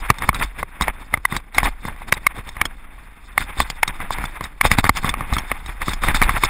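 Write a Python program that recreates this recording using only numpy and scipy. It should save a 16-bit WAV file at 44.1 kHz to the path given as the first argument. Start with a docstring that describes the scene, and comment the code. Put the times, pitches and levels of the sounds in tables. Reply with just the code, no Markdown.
"""Mountain bike on a rocky desert trail

A small action camera rides along. Stones knock through the bike into its plastic case and loose mount,
and the chain slaps the frame. Patches of loose rock bring crunch, rattle, shudder and sway over the
grit of the tyres and a slow buffeting rumble. The camera overloads on hard knocks and holds its
coarse samples, which adds a gritty sizzle."""
import sys
import numpy as np
from scipy import signal
from scipy.io import wavfile
from scipy.ndimage import uniform_filter1d

SR = 44100
rng = np.random.default_rng(int(sys.argv[2]) if len(sys.argv) > 2 else 0)


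def master_out(mix):
    """Clip the mix to full scale and print it as 16-bit PCM to the path in sys.argv[1]."""
    frames = np.transpose(np.atleast_2d(mix))
    ceiling = np.clip(frames, -1, 1)
    pcm = np.round(ceiling * 32767).astype(np.int16)
    wavfile.write(sys.argv[1], SR, pcm)


N = 286209
TIME = np.arange(N) / SR
LEAD_S = 0.008  # room for the scrape before each blow


def amp(db):
    """Decibels to gain."""
    return 10 ** (np.asarray(db) / 20)


def unit(x):
    """Scales to an rms of one."""
    return x / np.sqrt(np.mean(x ** 2) + 1e-20)


def smooth(x, span_s):
    """Rounds off fast movement with two running averages."""
    size = int(span_s * SR)
    return uniform_filter1d(uniform_filter1d(x, size), size)


def steady(x, span_s):
    """Evens out the level over the span, keeping finer detail."""
    return x / np.sqrt(abs(smooth(x ** 2, span_s)) + 1e-12)


def add(mix, start_s, sound):
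    """Mixes a sound in at its start time."""
    part = mix[max(round(start_s * SR), 0):][:len(sound)]
    part += sound[:len(part)]


def fader(points):
    """Gain riding along a dB curve."""
    return amp(np.interp(TIME, *np.transpose(points)))


def colour(x, spectrum, size=16384):
    """Minimum-phase EQ: clicks keep their sharp fronts."""
    hz, db = np.transpose(spectrum)
    log_hz = np.log(abs(np.fft.fftfreq(size, 1 / SR)) + 1)
    log_gain = np.log(amp(np.interp(log_hz, np.log(hz), db)))
    response = np.fft.ifft(np.exp(np.conj(signal.hilbert(log_gain)))).real
    return signal.fftconvolve(x, response[:size // 2])[:len(x)]


def ring(modes, detune, low_hz, size=2048):
    """Dying modes after one tap; each spot that is struck shifts them a little."""
    hz, db, t60 = np.transpose(modes)[:, :, None]
    t = np.arange(size) / SR
    hz = hz * (1 + detune * rng.standard_normal(hz.shape))
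    partials = amp(db) * np.exp(-np.log(1000) * t / t60) * np.sin(2 * np.pi * hz * t)
    low_cut = signal.butter(3, low_hz, "high", fs=SR, output="sos")  # small parts radiate little bass
    return signal.sosfilt(low_cut, partials.sum(0))


def grains(per_s, spread_db):
    """Random clicks, many small and a few large."""
    size = amp(spread_db * np.minimum(rng.exponential(1, N), 4))
    return size * rng.choice([-1, 1], N) * (rng.random(N) < per_s / SR)


def clumps(depth_db):
    """Stones give way in little heaps: a quick random swelling of level."""
    return amp(depth_db * unit(smooth(rng.standard_normal(N), span_s=0.018)))


# Patches of loose rock: (centre time [s], half length [s], crunch level [dB], rattle level [dB])
ROCK_PATCHES = [(0.102, 0.0088, -30.5, -55), (0.231, .013, -30, -39), (0.28, 0.011, -34.5, -38),
                (0.359, 0.011, -32, -34), (0.422, .015, -25.5, -26.5), (0.6, 0.012, -35.5, -34.5),
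                (0.837, 0.016, -32.5, -30.5), (0.887, 0.0094, -29, -55), (1.14, 0.0085, -35, -46),
                (1.344, 0.019, -33.5, -33), (1.586, 0.02, -30.5, -32.5), (1.663, .012, -22.5, -18.5),
                (1.001, 0.028, -48.5, -52), (1.882, 0.027, -38, -39), (2.087, 0.0064, -39, -34),
                (2.174, 0.0051, -33.5, -35), (2.376, 0.018, -40, -39), (2.481, 0.0064, -38, -38),
                (2.624, 0.025, -40, -61), (3.412, 0.015, -32.5, -26.5), (3.503, 0.0064, -38, -43),
                (3.602, 0.016, -32, -25.5), (3.896, 0.0096, -34, -57), (4.02, 0.017, -35.5, -37),
                (4.128, 0.0085, -38, -29), (4.211, 0.03, -36.5, -45), (4.451, 0.014, -39, -42),
                (4.657, 0.011, -22, -17), (4.729, 0.013, -26.5, -28), (4.791, 0.0091, -24, -28.5),
                (4.861, 0.01, -25, -27), (4.975, 0.011, -29.5, -26.5), (5.07, 0.024, -29.5, -29.5),
                (5.2, 0.033, -36, -46), (5.356, 0.039, -35, -34), (5.519, 0.0048, -31, -65),
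                (5.693, 0.0066, -33, -47), (5.824, 0.0087, -31, -33), (5.903, 0.025, -34, -29),
                (6.041, 0.0089, -25.5, -26.5), (6.092, 0.015, -22.5, -22), (6.16, 0.0088, -25.5, -16),
                (6.246, .016, -28, -52), (6.297, 0.01, -25.5, -24.5), (6.366, 0.0099, -25.5, -27.5),
                (6.445, 0.011, -25, -17)]
CRUNCH, RATTLE = 2, 3  # level columns


def patches(column, width=1.77, shape=2.09):
    """A bell-shaped swell as a tyre crosses each patch; width is in half lengths."""
    coarse = TIME[::32]
    power = np.zeros(len(coarse))
    for patch in ROCK_PATCHES:
        centre_s, half_s = patch[:2]
        distance = abs(coarse - centre_s) / (width * half_s)
        power += amp(patch[column]) ** 2 * np.exp(-2 * distance ** shape)
    return np.interp(TIME, coarse, np.sqrt(power))


# Tyre bed between the rough patches: (time [s], level [dB])
ROLL_LEVEL = [(0.0, -35), (0.27, -46.5), (0.59, -45), (1.21, -47.5), (1.3, -51.5), (1.93, -48), (2.02, -42),
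              (3.13, -48.5), (3.5, -42), (4.23, -42), (4.43, -41), (4.66, -53), (4.83, -48.5), (5.3, -43),
              (5.6, -37), (5.87, -48.5), (6.22, -31.5), (6.49, -36)]


def rolling():
    """How hard the rolling tyres work the dirt, as a gain."""
    return fader(ROLL_LEVEL)


# Air pushing on the microphone: (time [s], level [dB])
AIR_LEVEL = [(0, -22.5), (.15, -40), (.35, -30.5), (.65, -40), (1.15, -36), (1.5, -42), (1.68, -36),
             (2.0, -34.5), (2.35, -38), (2.7, -33.5), (3.15, -42), (3.55, -35.5), (4.2, -27.5),
             (4.5, -41.5), (4.75, -27), (5.7, -33.5), (6.25, -15), (6.49, -41)]
# EQ of the sub rumble: (frequency [Hz], gain [dB])
RUMBLE_EQ = [(5, -32.5), (15, 3), (25, 5), (36, 1.5), (52, -6), (80, -32.5), (200, -93)]


def buffet(sway_s=0.02, sway_db=4, air_db=-0.5):
    """Lumpy pressure swings on the microphone, from the air and the camera's sway after each jolt."""
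    decay = np.exp(-1 / (sway_s * SR))
    sway = np.sqrt(signal.lfilter([1 - decay], [1, -decay], patches(CRUNCH) ** 2))
    level = np.hypot(amp(air_db) * fader(AIR_LEVEL), amp(sway_db) * sway)
    rumble = colour(rng.standard_normal(N), RUMBLE_EQ)
    return steady(rumble, span_s=0.039) * level


# EQ of the shaking frame and fork: (frequency [Hz], gain [dB])
SHUDDER_EQ = [(25, -24.5), (57, 10), (85, -1), (160, -4.5), (260, -5.5), (400, -14.5), (800, -15.5),
              (2000, -76.5)]


def shudder(growth=0.72, patch_db=-8.5, roll_db=-15.5):
    """Bumps shake the frame and fork; the shudder grows more slowly than the crunch that causes it."""
    bumps = colour(grains(per_s=500, spread_db=4.5), SHUDDER_EQ)
    level = np.hypot(amp(patch_db) * patches(CRUNCH) ** growth, amp(roll_db) * rolling() ** growth)
    return steady(bumps, span_s=0.02) * level


# EQ of stones under rubber: (frequency [Hz], gain [dB])
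GRAVEL_EQ = [(150, -42.5), (350, -10), (600, -9.5), (800, 4), (1130, 4.5), (1480, 2.5), (1800, 3),
             (2150, 4.5), (2500, 1), (2950, -10), (3600, -7.5), (4300, -37), (6000, -62)]


def stones(per_s, spread_db, sizes=7):
    """Each size of stone snaps in its own band of pitch."""
    edges_hz = np.geomspace(150, 7000, sizes + 1)
    bands = [signal.butter(2, pair, "band", fs=SR, output="sos") for pair in zip(edges_hz, edges_hz[1:])]
    snaps = sum(signal.sosfilt(band, grains(per_s, spread_db)) for band in bands)
    return colour(snaps, GRAVEL_EQ)


def gravel(crunch_db=4):
    """Stones grind under the tyres: fine grit on smooth ground, coarse crunch on rough patches."""
    grit = steady(stones(per_s=2400, spread_db=1.4), span_s=0.37) * clumps(depth_db=3.5)
    crunch = steady(stones(per_s=600, spread_db=1.0) * clumps(depth_db=3), span_s=0.047)
    return grit * rolling() + amp(crunch_db) * crunch * patches(CRUNCH)


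# Bright clink of steel: (frequency [Hz], level [dB], decay to -60 dB [s])
STEEL_MODES = [(3580, 12.5, 0.019), (4350, 3, 0.014), (4770, -7.5, 0.012), (5070, 0.5, 0.031),
               (5240, -49, 0.042)]


def chain(layers=3, growth=1.317, patch_db=-8, roll_db=-2):
    """Links and loose steel parts tick together, hard on rough patches and faintly on smooth dirt."""
    links = np.zeros(N)
    for mode in list(STEEL_MODES) * layers:
        ticks = grains(per_s=280, spread_db=4.0)
        links += signal.oaconvolve(ticks, ring([mode], detune=0.021, low_hz=2720))[:N]
    shaken = np.hypot(amp(patch_db) * patches(RATTLE), amp(roll_db) * rolling() ** growth)
    return steady(links, span_s=0.03) * clumps(depth_db=4.5) * shaken


# Low tyre booms after deep bumps: (time [s], pitch [Hz], level [dB])
TYRE_BOUNCES = [(0.284, 62, -18.5), (0.809, 60.6, -15), (1.628, 48.4, -16), (3.588, 57, -16.5),
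                (4.649, 55.2, -12.5), (5.322, 60, -10)]


def bounces(t60=0.18, rise_s=0.0013):
    """The wheel hops on its soft tyre for a few cycles."""
    out, t = np.zeros(N), np.arange(SR // 2) / SR
    envelope = (1 - np.exp(-t / rise_s)) * np.exp(-np.log(1000) * t / t60)
    for start_s, hz, db in TYRE_BOUNCES:
        add(out, start_s, amp(db) * envelope * np.sin(2 * np.pi * hz * t))
    return out


def strike(modes, detune, low_hz, chatter, chatter_s, cutoff_s, scrape_db, scrape_s, late_s=0, size=2048):
    """A short scrape leads into one hard contact and a dying chatter of small ones."""
    t = np.arange(size) / SR - LEAD_S - late_s
    contact = np.where(t < 0, amp(scrape_db) * np.exp(-abs(t) / scrape_s), np.exp(-abs(t) / chatter_s))
    force = chatter * unit(rng.standard_normal(size) * contact) / np.sqrt(size)
    force[np.argmin(abs(t))] += 1  # the hard contact
    sound = signal.fftconvolve(force, ring(modes, detune, low_hz))[:size]
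    sound /= 1 + (np.maximum(t, 0) / cutoff_s) ** 6  # the ring is cut off abruptly: a short dry clack
    return sound * np.sqrt(SR / 100 / np.sum(sound ** 2))  # energy of 10 ms at an rms of one


# Plastic case, loose mount and bike frame: (frequency [Hz], level [dB], decay to -60 dB [s])
CASE_MODES = [(906, -2, 0.027), (1138, 7, 0.022), (1390, -12.5, 0.022)]
MOUNT_MODES = [(1944, 6.5, 0.011), (2137, 6, 0.06), (2380, -13, 0.034)]
FRAME_MODES = [(98.3, 14, 0.011), (155, -10.5, 0.013), (301, -10, 0.036), (478, -15, 0.026)]


def blow(case_db, mount_db, steel_db, thud_db):
    """One blow clacks the case, rings the mount just after, clinks steel and thuds through the frame."""
    case = strike(CASE_MODES, detune=0.068, low_hz=370, chatter=0.78, chatter_s=0.0013,
                  cutoff_s=0.005, scrape_db=-15, scrape_s=0.002, late_s=0.00034)
    mount = strike(MOUNT_MODES, detune=0.026, low_hz=1110, chatter=1.0, chatter_s=0.0024,
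                   cutoff_s=0.0052, scrape_db=-11, scrape_s=0.002, late_s=0.0006)
    steel = strike(STEEL_MODES, detune=0.051, low_hz=2400, chatter=1.24, chatter_s=0.007,
                   cutoff_s=0.013, scrape_db=-6, scrape_s=0.0023)
    thud = strike(FRAME_MODES, detune=0.16, low_hz=59, chatter=0.5, chatter_s=0.007,
                  cutoff_s=0.039, scrape_db=-12.5, scrape_s=0.0019)
    return amp(case_db) * case + amp(mount_db) * mount + amp(steel_db) * steel + amp(thud_db) * thud


def pebbles(per_s=4.3, level_db=-42.5, spread_db=4.5):
    """Small loose stones flick against the bike at random, weaker where the ground is smooth."""
    out = np.zeros(N)
    roughness = uniform_filter1d(patches(CRUNCH), SR // 2)
    weight = np.sqrt(abs(roughness) / roughness.mean())
    for place, softness in rng.random((int(per_s * N / SR), 2)):
        at = int(place * N)
        db = level_db - spread_db * (2 * softness - 1)
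        tap = blow(case_db=db, mount_db=db - 4, steel_db=db - 12, thud_db=db - 10)
        add(out, at / SR - LEAD_S, weight[at] * tap)
    return out


# Chain hits on the frame: (time [s], level [dB])
CHAIN_SLAPS = [(.185, -31), (.3458, -26.5), (.4346, -28), (0.8113, -24), (0.821, -18.5), (1.3655, -23),
               (1.547, -30.5), (1.5823, -22.5), (2.123, -32), (2.1384, -29.5), (2.49, -31.5), (2.654, -21),
               (3.701, -23.5), (3.878, -21), (4.2535, -28.5), (4.4402, -29), (4.715, -18), (4.785, -19),
               (4.8418, -23.5), (4.9705, -23), (5.092, -18), (5.3357, -25), (5.3837, -22), (5.661, -33.5),
               (5.8917, -25.5), (5.9342, -24.5), (6.2336, -22.5)]


def slaps(trim_db=-2.6):
    """The chain hits the frame: steel leads, and a share passes on to the other parts."""
    out = np.zeros(N)
    for hit_s, db in CHAIN_SLAPS:
        add(out, hit_s - LEAD_S, blow(case_db=db - 4, mount_db=db - 2.5, steel_db=db, thud_db=db - 6.5))
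    return amp(trim_db) * out


# Stone hits on the wheels: (time [s], case clack [dB], mount ring [dB], frame thud [dB])
STONE_KNOCKS = [(0.1017, -4.5, -7.5, -9.5), (.221, -23, -25, -30), (0.2904, -7.5, -10.5, -15),
                (0.3295, -26, -42, -43), (0.4126, -24, -37, -35), (0.6292, -18, -24, -27),
                (0.8102, -14, -25, -18.5), (.874, -30, -40, -43), (0.8806, -16.5, -17, -41),
                (1.1394, -15, -10, -23), (1.1736, -32, -33, -28.5), (1.252, -13.5, -10.5, -37),
                (1.3238, -24, -24.5, -20.5), (1.3656, -27.5, -26.5, -33.5), (1.5823, -10, -5.5, -39),
                (1.631, -16, -22, -20.5), (1.655, -21.5, -24, -38), (1.852, -28.5, -29.5, -24),
                (1.8828, -26, -48, -31.5), (2.0183, -32.5, -38, -52), (2.124, -10.5, -6.5, -21.5),
                (2.2666, -10.5, -6.5, -56), (2.388, -31, -48, -27), (2.567, -32, -30.5, -32),
                (2.6141, -17, -10.5, -25), (3.3778, -13.5, -9, -31.5), (3.602, -9.5, -12.5, -25.5),
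                (3.8306, -11.5, -8, -50), (4.0028, -30, -30, -31), (4.106, -17, -33, -32),
                (4.184, -26, -27.5, -30.5), (4.24, -21, -30, -25.5), (4.409, -22.5, -28.5, -26.5),
                (4.6115, -14, -8, -33), (4.6518, -9.5, -29, -15.5), (4.715, -19, -8.5, -16),
                (4.7859, -12.5, -17, -9.5), (4.8418, -13.5, -20, -19), (4.8522, -20, -20, -22),
                (4.893, -1, -6.5, -12.5), (5.0451, -18, -25, -17.5), (5.0793, -29, -30, -42),
                (5.1397, -18.5, -23, -38), (5.208, -20.5, -32.5, -23.5), (5.326, -21, -27, -19),
                (5.3664, -18, -28, -21), (5.5154, -18.5, -16, -33), (5.8176, -22.5, -20.5, -48),
                (5.882, -16.5, -25, -17.5), (6.037, -13.5, -29, -52), (6.0851, -21, -14.5, -17.5),
                (6.1455, -18, -19.5, -21.5), (6.2166, -14.5, -13.5, -14), (6.2235, -12.5, -10, -39),
                (6.293, -13.5, -16.5, -19.5), (6.3413, -31, -45, -25), (6.436, -9.5, -12, -16.5)]


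def knocks(trim_db=-2.27, steel_send_db=-23):
    """Stones strike the wheels; the harder the mount rings, the more the steel clinks with it."""
    out = np.zeros(N)
    for hit_s, case_db, mount_db, thud_db in STONE_KNOCKS:
        add(out, hit_s - LEAD_S, blow(case_db, mount_db, mount_db + steel_send_db, thud_db))
    return amp(trim_db) * out


def scene():
    """Open desert in mono: everything is close and dry."""
    return (knocks() + slaps() + bounces() + gravel() + chain() + shudder() + buffet() + pebbles())[None]


def record(dry, hold_hz=12000, ceiling=0.92, top_hz=15450, oversample=8):
    """The camera samples coarsely, clips and holds each sample, mirroring the mids into the treble."""
    fine_hz = oversample * hold_hz
    fine = signal.resample_poly(dry, fine_hz, SR, axis=1)
    clipped = np.clip(fine[:, ::oversample], -ceiling, ceiling)
    steps = np.repeat(clipped, oversample, axis=1)
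    held = signal.resample_poly(steps, SR, fine_hz, axis=1)[:, :N]
    high_cut = signal.firwin(101, top_hz, window=("kaiser", 8), fs=SR)
    return signal.oaconvolve(held, high_cut[None], "same")


dry = scene()
out = record(dry)
master_out(out)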